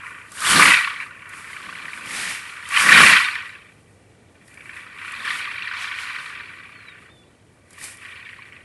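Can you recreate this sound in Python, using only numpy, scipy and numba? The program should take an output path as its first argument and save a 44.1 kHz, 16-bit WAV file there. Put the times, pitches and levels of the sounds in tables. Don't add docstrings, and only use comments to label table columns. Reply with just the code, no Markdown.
import sys
import numpy as np
from scipy import signal
from scipy.fft import rfft, irfft
from scipy.io import wavfile
from scipy.ndimage import uniform_filter1d
from numba import njit

SR = 44100
rng = np.random.default_rng(int(sys.argv[2]) if len(sys.argv) > 2 else 0)


def transcribe(signal):
    frames = np.atleast_2d(signal).T
    limited = np.clip(frames, -1, 1)
    pcm = np.round(limited * 32767).astype(np.int16)
    wavfile.write(sys.argv[1], SR, pcm)


N = 381024

# (time [s], middle quills [dB], thick quills re middle [dB], thin quills re middle [dB])
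RATTLE_LEVELS = [(0.0, -37.5, -3, -19), (0.12, -41, -2, -25), (0.32, -53, 2.5, -6), (0.48, -35, 11, 6.5),
                 (0.58, -24, 4.5, 7.5), (0.62, -16.5, 2, -8.5), (0.74, -15.5, -8, -10),
                 (0.94, -37, -2, -6.5), (1.02, -35, -3, -12), (1.13, -46.5, -5, -19), (1.3, -44, -1, -26),
                 (1.65, -41.5, -1.5, -5.5), (2.02, -42, -1, -9), (2.26, -32, -17, -11),
                 (2.43, -39.5, -4, -10), (2.67, -42.5, -1.5, -7), (2.77, -18, -5, -7),
                 (2.85, -25, 3.5, -18), (2.93, -11, -6, -6), (3.17, -16, -4.5, -7.5), (3.22, -23, -4, -5.5),
                 (3.72, -57.5, -6, -11), (3.8, -61, -5.5, -9.5), (4.4, -62, -3.5, -5.5),
                 (4.55, -53, -6.5, -20), (4.78, -41.5, -4, -11.5), (4.93, -46.5, -6, -12),
                 (5.01, -38.5, -3.5, -11.5), (5.24, -35, -5.5, -5.5), (5.27, -31, -4, -3),
                 (5.56, -35, -7, -9), (5.88, -33.5, -3.5, -5.5), (6.2, -37, -3.5, -7.5),
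                 (6.7, -47, -6.5, -12.5), (7.03, -50, -7, -14), (7.17, -63, -3, -1.5),
                 (7.65, -64.5, -2, -8), (7.84, -41.5, -11.5, -14), (7.97, -51.5, -7.5, -12),
                 (8.06, -41.5, -8.5, -9), (8.64, -51, -9, -13.5)]
# (pitch [Hz], relative level [dB])
QUILL_STRENGTH = [(850, -20), (1150, -12), (1500, -6.5), (1750, -1), (1950, 0), (2330, 0), (2800, -0.5),
                  (3600, -4), (4600, -7.5), (5300, -14), (6300, -23)]
# (pitch [Hz], share of knocks [fraction])
COMMON_QUILLS = [(1170, .07), (1500, .04), (1930, .08), (2330, .2), (2680, .03)]
SIZE_EDGES_HZ = [900, 1600, 3100, 6300]


def rattle(swing_s, count=44000, cycles=38, detune=.035, jolt_db=5.0):
    level_db, thick_db, thin_db = curve(RATTLE_LEVELS)
    when, pitch, ring, luck, pick = rng.random((count, 5)).T
    start, hz = samples(when * N), quill_pitch(pitch)
    common_hz, share = np.transpose(COMMON_QUILLS)
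    kind = np.digitize(pick, np.cumsum(share))
    common = kind < len(share)
    hz[common] = common_hz[kind[common]] * (1 + detune * (2 * pitch[common] - 1))
    force_db = walk(60) + jolt_db * jolts(swing_s)
    luck_db = np.minimum(-2.6 * np.log(1 - luck), 12) * np.minimum(3000 / hz, 1)
    db = spectrum_db(QUILL_STRENGTH, hz) + force_db[start] + luck_db
    turns = cycles * (.5 + ring) * np.sqrt(np.maximum(hz / 2000, 1))
    size = np.digitize(hz * (.85 + .3 * ring), SIZE_EDGES_HZ[1:3])
    classes = [size == k for k in range(3)]
    thick, middle, thin = (unit(quills(start[c], hz[c], db[c], turns[c])) for c in classes)
    return undb(level_db) * (middle + undb(thick_db) * thick + undb(thin_db) * thin)


# (time [s], strength [dB], clearest pitch [Hz])
DISTINCT_SWINGS = [(0.0318, -24, 1560), (0.0642, -22, 1970), (0.181, -33, 1490), (0.377, -31, 1170),
                   (0.4192, -12.5, 1280), (0.4454, -13, 1180), (0.4703, -6, 2020), (0.5309, -5, 1440),
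                   (0.5565, -4, 1180), (0.5946, 3, 1166), (0.6222, 3, 2130), (0.6544, 4.5, 2130),
                   (0.7054, 2, 2030), (0.7674, -16, 2330), (0.8455, -6, 2660), (0.8729, -12.5, 1127),
                   (0.9034, -16, 2290), (0.9324, -20, 2170), (0.9612, -15.5, 2150), (1.0016, -11, 2270),
                   (1.0242, -19, 2290), (1.0615, -25, 1200), (1.1084, -24.5, 1450), (1.192, -30, 2230),
                   (1.256, -27, 1930), (1.3339, -22, 2000), (1.4438, -23, 2260), (1.4721, -27, 2230),
                   (1.5308, -19.5, 2010), (1.5647, -19, 2310), (1.6587, -21, 2130), (1.6904, -23, 1140),
                   (1.726, -18.5, 1520), (1.7525, -18, 2270), (1.8168, -25, 2380), (1.8537, -17.5, 2380),
                   (1.8813, -20, 1890), (1.9325, -14, 2240), (1.9759, -20.5, 1520), (2.1066, -18, 2050),
                   (2.161, -20, 1920), (2.2337, -17, 2440), (2.3484, -19, 1980), (2.4937, -23, 2540),
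                   (2.5646, -23, 2310), (2.6541, -21, 1980), (2.7048, -20, 1980), (2.7405, -7.5, 2330),
                   (2.7625, -3, 2400), (2.7964, -0.5, 2400), (2.8609, -4, 1900), (2.8892, 3.5, 1960),
                   (2.9191, 6, 1780), (2.9744, -2, 1830), (3.0634, 5, 2600), (3.0969, -1, 1950),
                   (3.1658, -2, 2180), (3.2033, -8, 1390), (3.2428, -7, 2650), (3.2804, -11, 2260),
                   (3.3541, -10, 2242), (3.4508, -22, 1820), (3.5244, -31, 1870), (3.5518, -23, 2590),
                   (4.3515, -42, 1920), (4.4134, -41.5, 1920), (4.4812, -38, 1920), (4.5734, -26, 2300),
                   (4.6064, -26, 2300), (4.6563, -26, 2300), (4.6929, -21.5, 2270), (4.7325, -28, 2580),
                   (4.7646, -22, 1950), (4.7924, -31, 1960), (4.8279, -27, 2270), (4.8648, -29, 1260),
                   (4.8983, -31, 1900), (4.9506, -36, 2320), (5.0145, -20, 1590), (5.0478, -22, 1420),
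                   (5.1099, -22, 2630), (5.1607, -19, 2540), (5.2484, -18.5, 1720), (5.2774, -10, 1750),
                   (5.3048, -9, 1900), (5.3517, -13, 2600), (5.4453, -20, 2220), (5.5038, -25, 2460),
                   (5.6221, -11, 2700), (5.673, -14, 1910), (5.7127, -14.5, 1520), (5.7673, -18, 2280),
                   (5.8401, -16, 2400), (5.8736, -21.5, 1590), (5.914, -10.5, 2130), (5.9369, -21, 2700),
                   (5.9871, -14, 2270), (6.0324, -18, 1460), (6.097, -18, 1550), (6.1594, -16.5, 2370),
                   (6.1853, -19, 1530), (6.2567, -31, 2420), (6.2964, -21, 2240), (6.3521, -17, 2410),
                   (6.4029, -20, 2380), (6.4572, -23, 2400), (6.5657, -30, 2210), (6.7196, -29, 2410),
                   (6.8838, -26, 2270), (8.0172, -27, 2420), (8.0491, -23.5, 1900), (8.0855, -25, 2450),
                   (8.1574, -25.5, 2380), (8.2896, -22.5, 2230), (8.3296, -24, 1900), (8.4213, -26, 2270),
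                   (8.5233, -25, 2230), (8.5646, -28.5, 2580)]


def tail_swings(shake_hz=29.55, jitter_s=.004, above_rattle_db=13, scatter_db=3.5, still_db=-58):
    distinct_s, distinct_db, distinct_hz = np.transpose(DISTINCT_SWINGS)
    rattle_db = curve(RATTLE_LEVELS)[0]
    gaps = zip(distinct_s, np.r_[distinct_s[1:], N / SR])
    s = np.concatenate([np.linspace(a, b, max(round((b - a) * shake_hz), 1) + 1)[1:-1] for a, b in gaps])
    s = s[rattle_db[samples(s * SR)] > still_db]
    late, luck, pick, pitch = rng.random((N // 500, 4))[:len(s)].T
    s = s + jitter_s * (2 * late - 1)
    db = rattle_db[samples(s * SR)] + above_rattle_db + scatter_db * (2 * luck - 1)
    common_hz, share = np.transpose(COMMON_QUILLS)
    kind = np.minimum(np.digitize(pick * share.sum(), np.cumsum(share)), len(share) - 1)
    hz = common_hz[kind] * (.93 + .14 * pitch)
    return np.r_[distinct_s, s], np.r_[distinct_db, db], np.r_[distinct_hz, hz]


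def knocks(s, db, hz, cycles=40, clear_db=-4, bunch_db=-13.0, spread_s=.0062, count=8):
    late, pitch = rng.random((len(s), count, 2)).T
    other_hz = quill_pitch(pitch)
    other_db = db + bunch_db + spectrum_db(QUILL_STRENGTH, other_hz)
    start = samples(np.r_[s, (s + spread_s * late).ravel()] * SR)
    return quills(start, np.r_[hz, other_hz.ravel()], np.r_[db + clear_db, other_db.ravel()], cycles)


def jolts(swing_s, decay_s=.019, swell_s=.006):
    kicks = np.zeros(N)
    kicks[samples(swing_s * SR)] = 1
    shaking = signal.lfilter([1], [1, -np.exp(-1 / (decay_s * SR))], kicks)
    return uniform_filter1d(np.minimum(shaking, 1), int(swell_s * SR))


def quills(start, hz, db, cycles, contact_s=.0004):
    ringing = rings(start, hz, cycles / hz, undb(db), np.exp(-1 / (contact_s * SR)))
    return signal.sosfilt(signal.butter(6, 930, "high", fs=SR, output="sos"), ringing)


@njit
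def rings(start, hz, t60, amplitude, release):
    out = np.zeros(N)
    for k in range(len(start)):
        pole = np.exp(2j * np.pi * hz[k] / SR - np.log(1000) / (t60[k] * SR))
        phasor, held = amplitude[k] + 0j, 1.
        for i in range(start[k], min(N, start[k] + int(t60[k] * SR))):
            out[i] += phasor.imag * (1 - held)
            phasor *= pole
            held *= release
    return out


def quill_pitch(chance):
    return 900 * (6300 / 900) ** chance


# (time [s], hold [s], swish level [dB], throat re swish [dB])
LUNGE_MOVES = [(0.05, 0.12, -60, -10.5), (0.34, 0.019, -57, -18), (0.47, .04, -22, -2),
               (0.56, 0.13, -26, 5), (1.33, .65, -53.5, 1.5), (2.089, 0.025, -43.5, 2.5),
               (2.17, .15, -35.5, 3.5), (2.49, 0.015, -49, -1), (2.72, .02, -42, 1),
               (2.801, 0.1, -27.5, 3.5), (3.02, 0.094, -27, 6), (4.48, 0.35, -62.5, -6.5),
               (5.06, 0.1, -57, -1), (5.3, 0.074, -44.5, 3), (5.82, 0.0068, -52, 16.5),
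               (6.01, 0.026, -52.5, 12), (6.198, 0.1, -61, 9), (7.73, 0.019, -68, -1),
               (7.842, 0.013, -37, -13)]


def lunges(rise_db_s=240, fall_db_s=148.5, settle_db=-24.5, settle_db_s=53, brush_db=-23.5):
    swish_gain = throat_gain = undb(curve(RATTLE_LEVELS)[0] + brush_db)
    for s, held_s, db, throat_db in LUNGE_MOVES:
        settling = undb(settle_db) * burst(s, held_s, rise_db_s, settle_db_s)
        shape = burst(s, held_s, rise_db_s, fall_db_s) + settling
        swish_gain = swish_gain + undb(db) * shape
        throat_gain = throat_gain + undb(db + throat_db) * shape
    return swish_gain, throat_gain


# (frequency [Hz], relative density [dB])
SWISH_SPECTRUM = [(3000, -10.5), (5000, -7), (6400, -8.5), (7200, -5), (9500, 0), (11000, -5.5),
                  (12500, -13.5)]


def swish(gain, flicker_db=1.5, grass_db=-70.5):
    return (gain + undb(grass_db)) * noise(SWISH_SPECTRUM) * undb(flicker_db * walk(24))


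# (centre [Hz], width [Hz], relative level [dB])
THROAT_RESONANCES = [(1200, 1400, -0.5), (1900, 1000, 4.5), (2700, 830, -10), (4400, 320, -12)]


def throat_hiss(gain):
    air = signal.sosfilt(signal.butter(4, 900, "high", fs=SR, output="sos"), rng.standard_normal(N))
    bands = (undb(db) * signal.lfilter(*signal.iirpeak(hz, hz / width, SR), air)
             for hz, width, db in THROAT_RESONANCES)
    return gain * unit(sum(bands))


# (time [s], starting level [dB])
TIP_SNAPS = [(0.3184, -35), (0.405, -27), (1.2922, -39.5), (2.0595, -34), (2.6886, -30), (2.7621, -37),
             (3.354, -40), (4.4787, -45.5), (4.542, -45), (5.121, -38.5), (5.252, -36), (5.9993, -45),
             (7.7069, -43.5), (7.7308, -43), (7.7867, -41), (7.84, -28), (7.9713, -43)]


def tip_snaps(t60_s=.03):
    t = np.arange(N) / SR
    gain = sum((t >= s) * undb(db - 60 * np.maximum(t - s, 0) / t60_s) for s, db in TIP_SNAPS)
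    return gain * noise(SWISH_SPECTRUM)


# (time [s], hold [s], level [dB])
BREATHS = [(0.505, .01, -36), (0.568, 0.013, -23.5), (0.61, 0.066, -27.5), (1.622, 0.37, -53),
           (2.04, .08, -48), (2.18, 0.13, -46.5), (2.864, 0.015, -30), (2.93, .04, -31), (3.0, .01, -24),
           (3.05, 0.059, -29), (5.21, .02, -49), (5.29, 0.32, -54.5), (7.84, .02, -61)]
# (frequency [Hz], relative density [dB])
BREATH_SPECTRUM = [(20, -43), (60, -13.5), (110, -9.5), (180, 1.5), (300, -3), (420, -9.5), (520, -7),
                   (750, -9), (950, -12.5), (1200, -25)]


def huffs(rise_db_s=331, fall_db_s=221, flutter_db=2.0):
    gain = sum(undb(db) * burst(s, held_s, rise_db_s, fall_db_s) for s, held_s, db in BREATHS)
    return gain * noise(BREATH_SPECTRUM) * undb(flutter_db * walk(30))


def ground_scatter(clatter, level_db=-13, t60_s=.03):
    t = np.arange(int(.04 * SR)) / SR
    echo = rng.standard_normal(len(t)) * undb(-60 * t / t60_s)
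    echo /= np.sqrt(np.sum(echo ** 2))
    return undb(level_db) * signal.fftconvolve(clatter, echo)[:N]


# (time [s], pitch [Hz], level [dB])
BIRD_NOTES = [
    [(6.72, 4500, -76), (6.76, 4380, -57), (6.84, 4120, -66), (6.875, 3950, -50), (6.91, 3720, -52),
     (6.925, 3680, -62)],
    [(7.03, 3550, -76), (7.05, 3400, -72), (7.08, 3300, -73)],
    [(7.09, 3380, -64), (7.105, 3560, -60), (7.125, 3640, -56), (7.18, 3500, -55.5), (7.25, 3430, -65),
     (7.285, 3520, -71.5)],
]


def far_bird(flutter_db=2.3, fade_s=.012):
    out = 0
    for note in BIRD_NOTES:
        hz, db = curve(note)
        begin, end = note[0][0], note[-1][0]
        gate = np.interp(np.arange(N) / SR, [begin - fade_s, begin, end, end + fade_s], [0, 1, 1, 0])
        tone = np.sqrt(2) * np.sin(2 * np.pi * np.cumsum(hz) / SR)
        out = out + undb(db + flutter_db * walk(60)) * gate * tone
    return out


# (frequency [Hz], relative density [dB])
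GRASSLAND_SPECTRUM = [(20, -46.5), (40, -18), (62, -8), (100, 2), (130, -4.5), (180, -6), (500, -10),
                      (750, -16), (1300, -24), (2200, -32), (3500, -33), (6000, -33.5), (9000, -33),
                      (12500, -50.5)]


def wind_and_hum(level_db=-54, swell_db=.7):
    return noise(GRASSLAND_SPECTRUM) * undb(level_db + swell_db * walk(3))


def undb(db):
    return 10 ** (np.asarray(db) / 20)


def unit(x):
    return x / np.sqrt(np.mean(x ** 2))


def samples(position):
    return position.astype(np.int64)


def curve(table):
    s, *columns = np.transpose(table)
    return [np.interp(np.arange(N) / SR, s, c) for c in columns]


def spectrum_db(points, hz):
    f, db = np.transpose(points)
    return np.interp(np.log(np.maximum(hz, 1)), np.log(f), db)


def noise(points):
    gain = undb(spectrum_db(points, np.fft.rfftfreq(N, 1 / SR)))
    return unit(irfft(rfft(rng.standard_normal(N)) * gain, N))


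def walk(rate_hz):
    hold = int(SR / rate_hz)
    steps = np.repeat(rng.standard_normal(N // hold + 1), hold)
    return unit(uniform_filter1d(uniform_filter1d(steps, hold), hold)[:N])


def burst(s, held_s, rise_db_s, fall_db_s):
    t = np.arange(N) / SR - s
    return undb(-rise_db_s * np.maximum(-t, 0) - fall_db_s * np.maximum(t - held_s, 0))


def scene():
    swing_s, swing_db, swing_hz = tail_swings()
    swish_gain, throat_gain = lunges()
    clatter = rattle(swing_s) + knocks(swing_s, swing_db, swing_hz)
    ground = ground_scatter(clatter)
    porcupine = clatter + swish(swish_gain) + throat_hiss(throat_gain) + tip_snaps() + huffs()
    return (porcupine + ground + far_bird() + wind_and_hum())[None]


def record(dry):
    clipped = np.clip(dry, -.9, .9)
    return signal.sosfilt(signal.ellip(10, .2, 70, 11700, fs=SR, output="sos"), clipped)


dry = scene()
out = record(dry)
transcribe(out)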